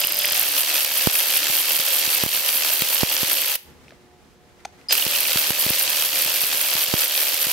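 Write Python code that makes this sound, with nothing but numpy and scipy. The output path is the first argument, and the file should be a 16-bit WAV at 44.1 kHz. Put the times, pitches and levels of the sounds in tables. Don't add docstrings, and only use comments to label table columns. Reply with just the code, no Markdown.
import sys
import numpy as np
from scipy import signal
from scipy.fft import rfft, irfft, next_fast_len
from scipy.io import wavfile
from scipy.ndimage import uniform_filter1d

SR = 44100
rng = np.random.default_rng(int(sys.argv[2]) if len(sys.argv) > 2 else 0)


def undo_db(level):
    steps = np.asarray(level, float) / 20
    return 10 ** steps


def inscribe(sig):
    pcm = np.round(np.clip(np.atleast_2d(sig).T, -1, 1) * 32767)
    wavfile.write(sys.argv[1], SR, pcm.astype(np.int16))


N = 332021

CRANK_HZ = 75.35
TICK_TURN = 0.4
# start_s, stop_s, gear_rattle_db, pawl_hiss_db
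TRIGGER_PULLS = [
    (-1.0, 3.56, -25.6, -27.5),
    (4.886, 9.0, -26.2, -28.6),
]


def rms_one(x):
    return x / np.sqrt(np.mean(x ** 2) + 1e-20)


def in_time(rows, outside=None):
    s, *columns = np.transpose(rows)
    return [np.interp(np.arange(N) / SR, s, column, outside, outside) for column in columns]


def at_hz(points, hz):
    point_hz, values = np.transpose(points)
    return np.interp(np.log(hz), np.log(point_hz), values)


def drift(rate):
    r = np.exp(-32 * np.pi * rate / SR)
    slow = signal.lfilter([1], [1, -2 * r, r * r], rng.standard_normal(N // 16 + 3002))[3000:]
    return np.interp(np.arange(N) / 16, np.arange(len(slow)), rms_one(slow))


def strikes(times, sizes):
    out = np.full(N, 1e-18)
    np.add.at(out, np.clip((np.asarray(times) * SR).astype(int), 0, N - 1), sizes)
    return out


def ring(clicks, hz, t60):
    r, w = undo_db(-60 / (t60 * SR)), 2 * np.pi * hz / SR
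    return signal.lfilter([0, np.sin(w)], [1, -2 * r * np.cos(w), r * r], clicks)


def boost(x, hz, width, db):
    r = np.exp(-np.pi * width / SR)
    poles = [1, -2 * r * np.cos(2 * np.pi * hz / SR), r * r]
    top = signal.lfilter(np.array([1, 0, -1]) * (1 - r * r) / 2, poles, x)
    return x + (undo_db(db) - 1) * top


def coloured(envelope, spectrum, low_hz, high_hz, alike_gain=1.0, clicks=0):
    # pitch_hz, likeness (0 to 1)
    likeness = [(60, 0.48), (130, 0.17), (290, 1), (640, 0.76), (1410, 0.63), (3100, 0.45), (6820, 0.21),
                (15000, 0.52)]
    # pitch_hz, left_minus_right_db
    side_bias = [(60, -8), (110, 2.5), (200, -4.5), (380, 2), (700, 0), (1290, -0.5), (2380, -2.5),
                 (4400, 0), (8120, -1.0), (15000, -2.5)]
    edges = np.geomspace(low_hz, high_hz, num=int(2.5 * np.log2(high_hz / low_hz)) + 2)
    white = rng.standard_normal((2, 2, N)) * envelope
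    white[:, 0] += clicks
    out = 0
    for k, (low, high) in enumerate(zip(edges, edges[1:])):
        band = signal.butter(2, [low, high], "band", fs=SR, output="sos")
        pair = signal.sosfilt(band, white[k % 2])
        hz = np.sqrt(low * high)
        alike = np.clip(alike_gain * at_hz(likeness, hz), 0, 1)
        gain = undo_db(at_hz(spectrum, hz) + at_hz(side_bias, hz) / 2 * np.array([[1], [-1]]))
        out = out + (gain * np.sqrt([1 + alike, 1 - alike]) * [[1, 1], [1, -1]]) @ pair
    return rms_one(out)


def crank_turns():
    # time_s, turns_ahead_of_full_speed
    crank_lead = [(0, 13.19), (0.1, 10.18), (0.118, 9.29), (0.344, 2.49), (0.413, 1.28), (0.446, 0.81),
                  (0.6, 0.09), (1.2, 0.02), (2.0, 0.35), (3.3, 0.26), (3.58, 0.1), (4.88, 1.2), (5.0, 0.3),
                  (5.1, 0.09), (5.5, 0.01), (6.3, -0.05), (7.1, 0.05), (7.53, 0.07)]
    return np.arange(N) / SR * CRANK_HZ + in_time(crank_lead)[0]


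def lugging():
    return np.clip((72 - np.gradient(crank_turns()) * SR) / 15, 0, 1)


def trigger():
    spin_up_s, pawl_catch_s, spin_up_power = 0.042, 0.012, 1.5
    jolt_db, jolt_fade_s = 8.0, 0.065
    ease_s, ease_db, brake_s = 0.15, -4.5, 0.012
    surge_s, surge_db, surge_width_s = 0.41, 3.0, 0.1
    t = np.arange(N) / SR
    gear_db, pawl_db = np.full(N, -120.0), np.full(N, -120.0)
    for start, stop, gear, pawl in TRIGGER_PULLS:
        caught = t - start - spin_up_s
        shape = jolt_db * np.exp(-np.maximum(caught, 0) / jolt_fade_s)
        shape = shape + np.interp(t, [stop - ease_s, stop, stop + brake_s], [0, ease_db, -25])
        on = (t > start) & (t < stop + brake_s)
        spin_up_db = 20 * spin_up_power * np.log10(np.clip(1 + caught / spin_up_s, 1e-3, 1))
        catch_db = np.interp(caught, [-spin_up_s, -pawl_catch_s, 0], [-40, -24, 0])
        gear_db[on] = (gear + shape + spin_up_db)[on]
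        pawl_db[on] = (pawl + shape + catch_db)[on]
    surge = surge_db * np.exp(-.5 * ((t - surge_s) / surge_width_s) ** 2)
    return gear_db + surge, pawl_db + surge / 2


def swing():
    # turns_per_s, time_of_one_swing_s
    socket_spin = [
        (5.13, 1.765),
        (4.92, 6.21),
    ]
    sharpness = 1.5
    t = np.arange(N) / SR
    run = (t > TRIGGER_PULLS[1][0]).astype(int)
    rate, at = np.array(socket_spin)[run].T
    return np.exp(sharpness * (np.cos(2 * np.pi * rate * (t - at)) - 1))


def contacts(turns, stroke, low_hz, high_hz, depth, per_s, spread_db, decay_s, smooth, turn_db, click_db):
    # pitch_hz, level_db (per Hz)
    housing = [(59, -48), (100, -37), (255, -25), (308, -13.5), (415, -21), (524, -8.5), (570, -8),
               (1060, -10), (3190, -1.5), (3620, -1.5), (7940, -7), (10900, -6), (12400, -11), (14700, -11),
               (16000, -16)]
    phase, db = np.transpose(stroke)
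    force = rng.standard_normal(int(N / SR * CRANK_HZ) + 20)[(turns + .3).astype(int)]
    bite = undo_db(depth * np.interp(turns % 1, phase, db, period=1) + turn_db * force)
    hit = rng.random(N) < per_s / SR
    sizes = bite * undo_db(spread_db * np.minimum(rng.exponential(1, N), 4)) * hit
    tails = rms_one(signal.lfilter([1], [1, -np.exp(-1 / (decay_s * SR))], sizes)) + smooth * bite
    clicks = undo_db(click_db) * rms_one(sizes * rng.choice([-1, 1], N))
    return coloured(tails, housing, low_hz, high_hz, 1.17, clicks)


def squeal(turns):
    # time_s, boost_db, length_s
    loud_chirps = [(0.023, 6, .003), (0.03, 7, 0.0021), (0.043, 17.5, 0.0044), (0.202, 9, 0.0037),
                   (0.218, 6, .004), (0.249, 18, 0.0036), (.268, 6, .004), (0.307, 1, .003),
                   (4.982, 14, 0.0028), (5.012, 12, 0.003), (5.025, 16, 0.0026), (5.152, 11, .005)]
    t = np.arange(N) / SR
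    hz = 2820 + 330 * drift(120.2) + 200 * np.sin(2 * np.pi * (turns - .1))
    loaded = np.clip(np.cos(2 * np.pi * (turns - .05)) + .3, 0, None)
    usual = rms_one(loaded * undo_db(3.5 * drift(150)))
    loud, rise = 0, 0
    for s, db, length in loud_chirps:
        hump = np.exp(-.5 * ((t - s) / length) ** 2)
        loud = loud + undo_db(db) * hump
        rise = rise + hump * (.4 + (t - s) / length)
    loud = loud * undo_db(3.0 * drift(500))
    return (usual + loud) * np.sin(2 * np.pi * np.cumsum(hz + 450 * rise) / SR)


def ratchet():
    # phase_turns, level_db
    gear_stroke = [(0, 4), (.1, 6.5), (.3, 3.5), (.5, 1.5), (.65, 3.5), (.72, 4), (.82, 8.5), (.92, 6)]
    pawl_stroke = [(0, 0), (.2, 4), (.28, 0), (.35, 5), (.41, 5.5), (.5, 1), (.58, 3.5), (.65, 5),
                   (.8, 2.5), (.95, -1.5)]
    # pitch_hz, width_hz, boost_db
    ringing_parts = [(519.7, 46, 4.5), (309.4, 20, 4), (2625, 220, 3.5), (3196, 110, 3), (4555, 390, 3.3),
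                     (5470, 330, 2), (11970, 420, 4.5), (12960, 1070, 7)]
    swing_pawl_db, swing_gear_db, uneven_db = 4.0, 0.9, 0.35
    hush_db, burst_db, burst_turns = -4.0, 8.0, 0.22
    turns = crank_turns()
    gear_db, pawl_db = trigger()
    gear_db = gear_db + swing_gear_db * swing() + uneven_db * drift(12.0)
    pawl_db = pawl_db + swing_pawl_db * swing() + uneven_db * drift(12.0)
    burst = np.exp(-((turns - TICK_TURN) % 1) / burst_turns)
    pawl_db += lugging() * (hush_db + burst_db * burst)
    gears = contacts(turns, gear_stroke, 100, 8430, depth=1.44, per_s=900, spread_db=3.6,
                     decay_s=0.00058, smooth=0.91, turn_db=0.63, click_db=-1.0)
    pawl = contacts(turns, pawl_stroke, 8650, 16400, depth=0.89, per_s=1100, spread_db=4.1,
                    decay_s=0.00082, smooth=.5, turn_db=0.47, click_db=-1.5)
    pawl[0] = np.roll(pawl[0], 3)
    out = undo_db(gear_db + 1.5) * gears + undo_db(pawl_db + 2.5) * pawl
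    for hz, width, db in ringing_parts:
        out = boost(out, hz, width, db)
    return out + undo_db(gear_db - 7.4) * squeal(turns) * undo_db(np.array([[-1.5], [.8]]))


def light_ticks():
    chance, level_db, lug_db, spread_db = 0.12, -10.0, 4.0, 3.5
    at = np.flatnonzero(np.diff(np.floor(crank_turns() - TICK_TURN)))
    luck, lug = rng.uniform(0, 1, (len(at), 2)), lugging()[at]
    drops = luck[:, 0] < lug + chance * (.4 + 2 * swing()[at])
    heard = drops & (trigger()[1][at] > -40)
    peak_db = level_db + lug_db * lug + spread_db * (2 * luck[:, 1] - 1) * 1.7
    return np.c_[at / SR, peak_db][heard]


def ticks():
    # time_s, peak_db
    hard_ticks = [(0.0488, 2), (0.0713, 2.5), (0.1226, 0), (0.1448, -5), (0.1705, -4.5), (0.1934, -7),
                  (0.322, -3), (0.347, -6), (0.4306, -1.5), (0.488, -5), (0.8473, -5), (1.7664, -4),
                  (2.2366, 1), (2.2631, -4), (2.3495, -4.5), (2.4074, -5), (2.5097, -5.5), (2.5583, -4),
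                  (2.8207, -2), (3.0328, -4), (3.2316, -5), (3.3322, -5), (3.5558, -4.5), (4.926, 6),
                  (4.9321, 3), (4.953, 3), (4.9786, -1), (5.5058, -3), (7.0518, -5)]
    # pitch_hz, level_db, t60_s
    steel_modes = [(9800, -4, .003), (11000, -4, .003), (11900, 0, .007), (12700, 0, .004),
                   (13600, -2, .003), (14800, -4, .002), (3000, -14, .005), (5200, -13, .003)]
    s, peak_db = np.r_[hard_ticks, light_ticks()].T
    luck_db = 2 * rng.standard_normal((len(s), len(steel_modes)))
    out = 0
    for k, (hz, db, t60) in enumerate(steel_modes):
        out = out + ring(strikes(s, undo_db(peak_db - 6.5 + db + luck_db[:, k])), hz, t60)
    return np.array([undo_db(-4.0) * np.roll(out, 3), out])


def motor():
    # time_s, level_db
    chop_level = [(0, -33.5), (.2, -33.5), (.335, -34.5), (.36, -78), (4.884, -89), (4.886, -25),
                  (4.92, -27), (4.95, -31), (5.0, -53)]
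    chop_overtones = [0.5, -18, -24.5]
    # crank_multiple, full_speed_db, part_throttle_db
    crank_orders = [(4, -58, -70), (5, -59, -70), (6, -59, -70), (7, -51, -62), (8, -56, -62),
                    (13, -57, -41.5)]
    chop_hz = 4974
    t, turns = np.arange(N) / SR, crank_turns()
    chop = 0
    for k, db in enumerate(chop_overtones):
        chop = chop + undo_db(db) * np.sin(2 * np.pi * chop_hz * (k + 1) * t)
    smooth_turns = uniform_filter1d(turns, size=4000, mode="nearest")
    full = np.clip((np.gradient(smooth_turns) * SR - 50) / 20, 0, 1)
    hum = 0
    for k, fast_db, slow_db in crank_orders:
        level_db = full * fast_db + (1 - full) * slow_db + (0.8 + 3.6 * full) * drift(15)
        waver = (.3 + .7 * full) * drift(12.2)
        hum = hum + undo_db(level_db) * np.sin(2 * np.pi * k * turns + waver)
    running = undo_db(trigger()[0] + 25.5)
    return np.sqrt(2) * (undo_db(in_time(chop_level)[0] + 1.0 * drift(25)) * chop + running * hum)


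def room(x):
    t60_s, wall_cut_hz = 0.34, 17000
    size = next_fast_len(N + SR)
    hz = np.arange(size // 2 + 1) * SR / size
    dull = 1 / (1 + (hz / wall_cut_hz) ** 2) ** 0.24
    out = []
    for side in range(2):
        echoes = 0
        for k, delay_s in enumerate(rng.uniform(.015, .045, 8)):
            loop = undo_db(-60 * delay_s / t60_s) * dull * np.exp(-2j * np.pi * hz * delay_s)
            echoes = echoes + loop / (1 - loop) * (-1) ** k
        out.append(irfft(rfft(x, size) * echoes, size)[:N])
    return np.array(out)


def shop():
    # pitch_hz, level_db (per Hz)
    vent_spectrum = [(18, -39), (30, -18.5), (64, -8), (184, -7.5), (295, -9.5), (364, -19), (394, -10.5),
                     (721, -19.5), (780, -17.5), (6050, -29), (16000, -41)]
    # time_s, level_db
    background = [(0.3, -66), (1.6, -61), (3.4, -62), (3.58, -72), (3.69, -56), (4.0, -61.5), (4.5, -61.5),
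                  (5.2, -57), (6.85, -61), (6.97, -76)]
    # pitch_hz, level_db
    mains_lines = [(75.4, -68), (360.7, -64), (479.1, -69.5), (602.9, -79.5), (721.4, -69), (839.8, -72.5)]
    t, level_db = np.arange(N) / SR, in_time(background)[0]
    lines = 0
    for hz, db in mains_lines:
        line_db = db + 2.8 * drift(3.8) + (hz < 100) * (level_db + 60.5)
        lines = lines + np.sqrt(2) * undo_db(line_db) * np.sin(2 * np.pi * hz * t)
    rumble = coloured(1, vent_spectrum, 30.9, 16400, 0.76)
    return undo_db(level_db + 7.0 + 1.0 * drift(6.6)) * rumble + lines


def knocks():
    # time_s, left_peak_db, right_peak_db
    socket_knocks = [(1.0726, -19, 1), (1.4994, -43.5, -20), (1.7968, -41.5, -22), (2.0766, -44, -20.5),
                     (2.237, -20, -7), (2.2626, -24.5, -9), (2.8212, -27.5, -11.5), (3.0328, -20.5, 0.5),
                     (3.2318, -26, -11), (5.0655, -35, -11.5), (5.3585, -16, -16), (5.5056, -27, -12),
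                     (5.6642, -13, -18), (5.705, -14, -16), (6.2603, -44.5, -22), (6.4353, -39.5, -24.5),
                     (6.7534, -34.5, -20.5), (6.8861, -26, -43), (6.9394, -26, -2), (7.4685, -33, -18)]
    s, left_db, right_db = np.transpose(socket_knocks)
    push = np.array([strikes(s, undo_db(left_db)), strikes(s, undo_db(right_db))])
    t = np.arange(400) / SR
    pulse = (1 - np.exp(-t / 0.000083)) * np.exp(-t / 0.0018)
    bass_cut = signal.butter(2, 130, "high", fs=SR, output="sos")
    pulse = signal.sosfilt(bass_cut, np.r_[pulse, np.zeros(2000)])
    return undo_db(1.5) * signal.fftconvolve(push, pulse[None] / pulse.max())[:, :N]


def rustle():
    # time_s, level_db
    hand_level = [(3.6, -64), (3.72, -61), (3.82, -62), (3.9, -58), (4.0, -64), (4.3, -72), (4.55, -61),
                  (4.7, -62), (4.88, -57)]
    band = signal.butter(1, [400, 2500], "band", fs=SR, output="sos")
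    rub = signal.sosfilt(band, rng.standard_normal((2, N)))
    patchy = undo_db(in_time(hand_level, -120)[0] + 2.5 * drift(30))
    return patchy * rms_one(boost(rub, 2030, 150, 8.3))


def taps():
    # time_s, peak_db, shell_pitch_hz, top_hz
    touches = [(3.85, -50, 1710, 3000), (3.882, -34.5, 2450, 4960), (3.893, -40, 3600, 8000),
               (3.907, -36, 1730, 5000), (3.918, -44, 3920, 5000), (3.921, -36.5, 680, 1996),
               (4.650, -23.5, 2340, 5950), (4.653, -20, 780, 6940), (4.6525, -26, 1400, 6000),
               (4.654, -27, 3700, 6000), (4.813, -42, 2500, 6000)]
    ring_db, ring_cycles = -1.0, 13.0
    out, n = np.zeros(N), np.arange(1500)
    for s, db, hz, top_hz in touches:
        scratch = rng.standard_normal(1500) * np.exp(-n / (.0025 * SR))
        band = signal.butter(3, [450, top_hz], "band", fs=SR, output="sos")
        body = signal.sosfilt(band, scratch)
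        shell = boost(ring(1.0 * (n == 0), hz, ring_cycles / hz), hz, hz / 3, 30)
        body = body / np.abs(body).max() + undo_db(ring_db) * shell / np.abs(shell).max()
        start = int(s * SR)
        out[start:start + len(body)] += undo_db(db) * body / np.abs(body).max()
    return out


def scene():
    tool, touch = ratchet() + ticks() + motor(), taps()
    echo = undo_db(-18) * room(tool.mean(axis=0) + undo_db(-6.0) * touch)
    return tool + touch + echo + knocks() + shop() + rustle()


def roll_off(x):
    return signal.sosfilt(signal.butter(12, 16740, fs=SR, output="sos"), x)


def record(dry):
    peak_db = 20 * np.log10(np.abs(dry).max(axis=0) + 1e-9)
    over_db = np.maximum(peak_db + 7.61, 0) * 0.38
    fall = 36.0 * np.arange(N) / SR
    held = np.maximum.accumulate(over_db + fall) - fall
    r = np.exp(-1 / (0.009 * SR))
    x = dry * undo_db(-signal.lfilter([1 - r], [1, -r], held))
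    top_cut = signal.cheby2(22, 70, 16170, fs=SR, output="sos")
    return roll_off(signal.sosfilt(top_cut, np.clip(x, -1, 1)))


dry = scene()
out = record(dry)
inscribe(out)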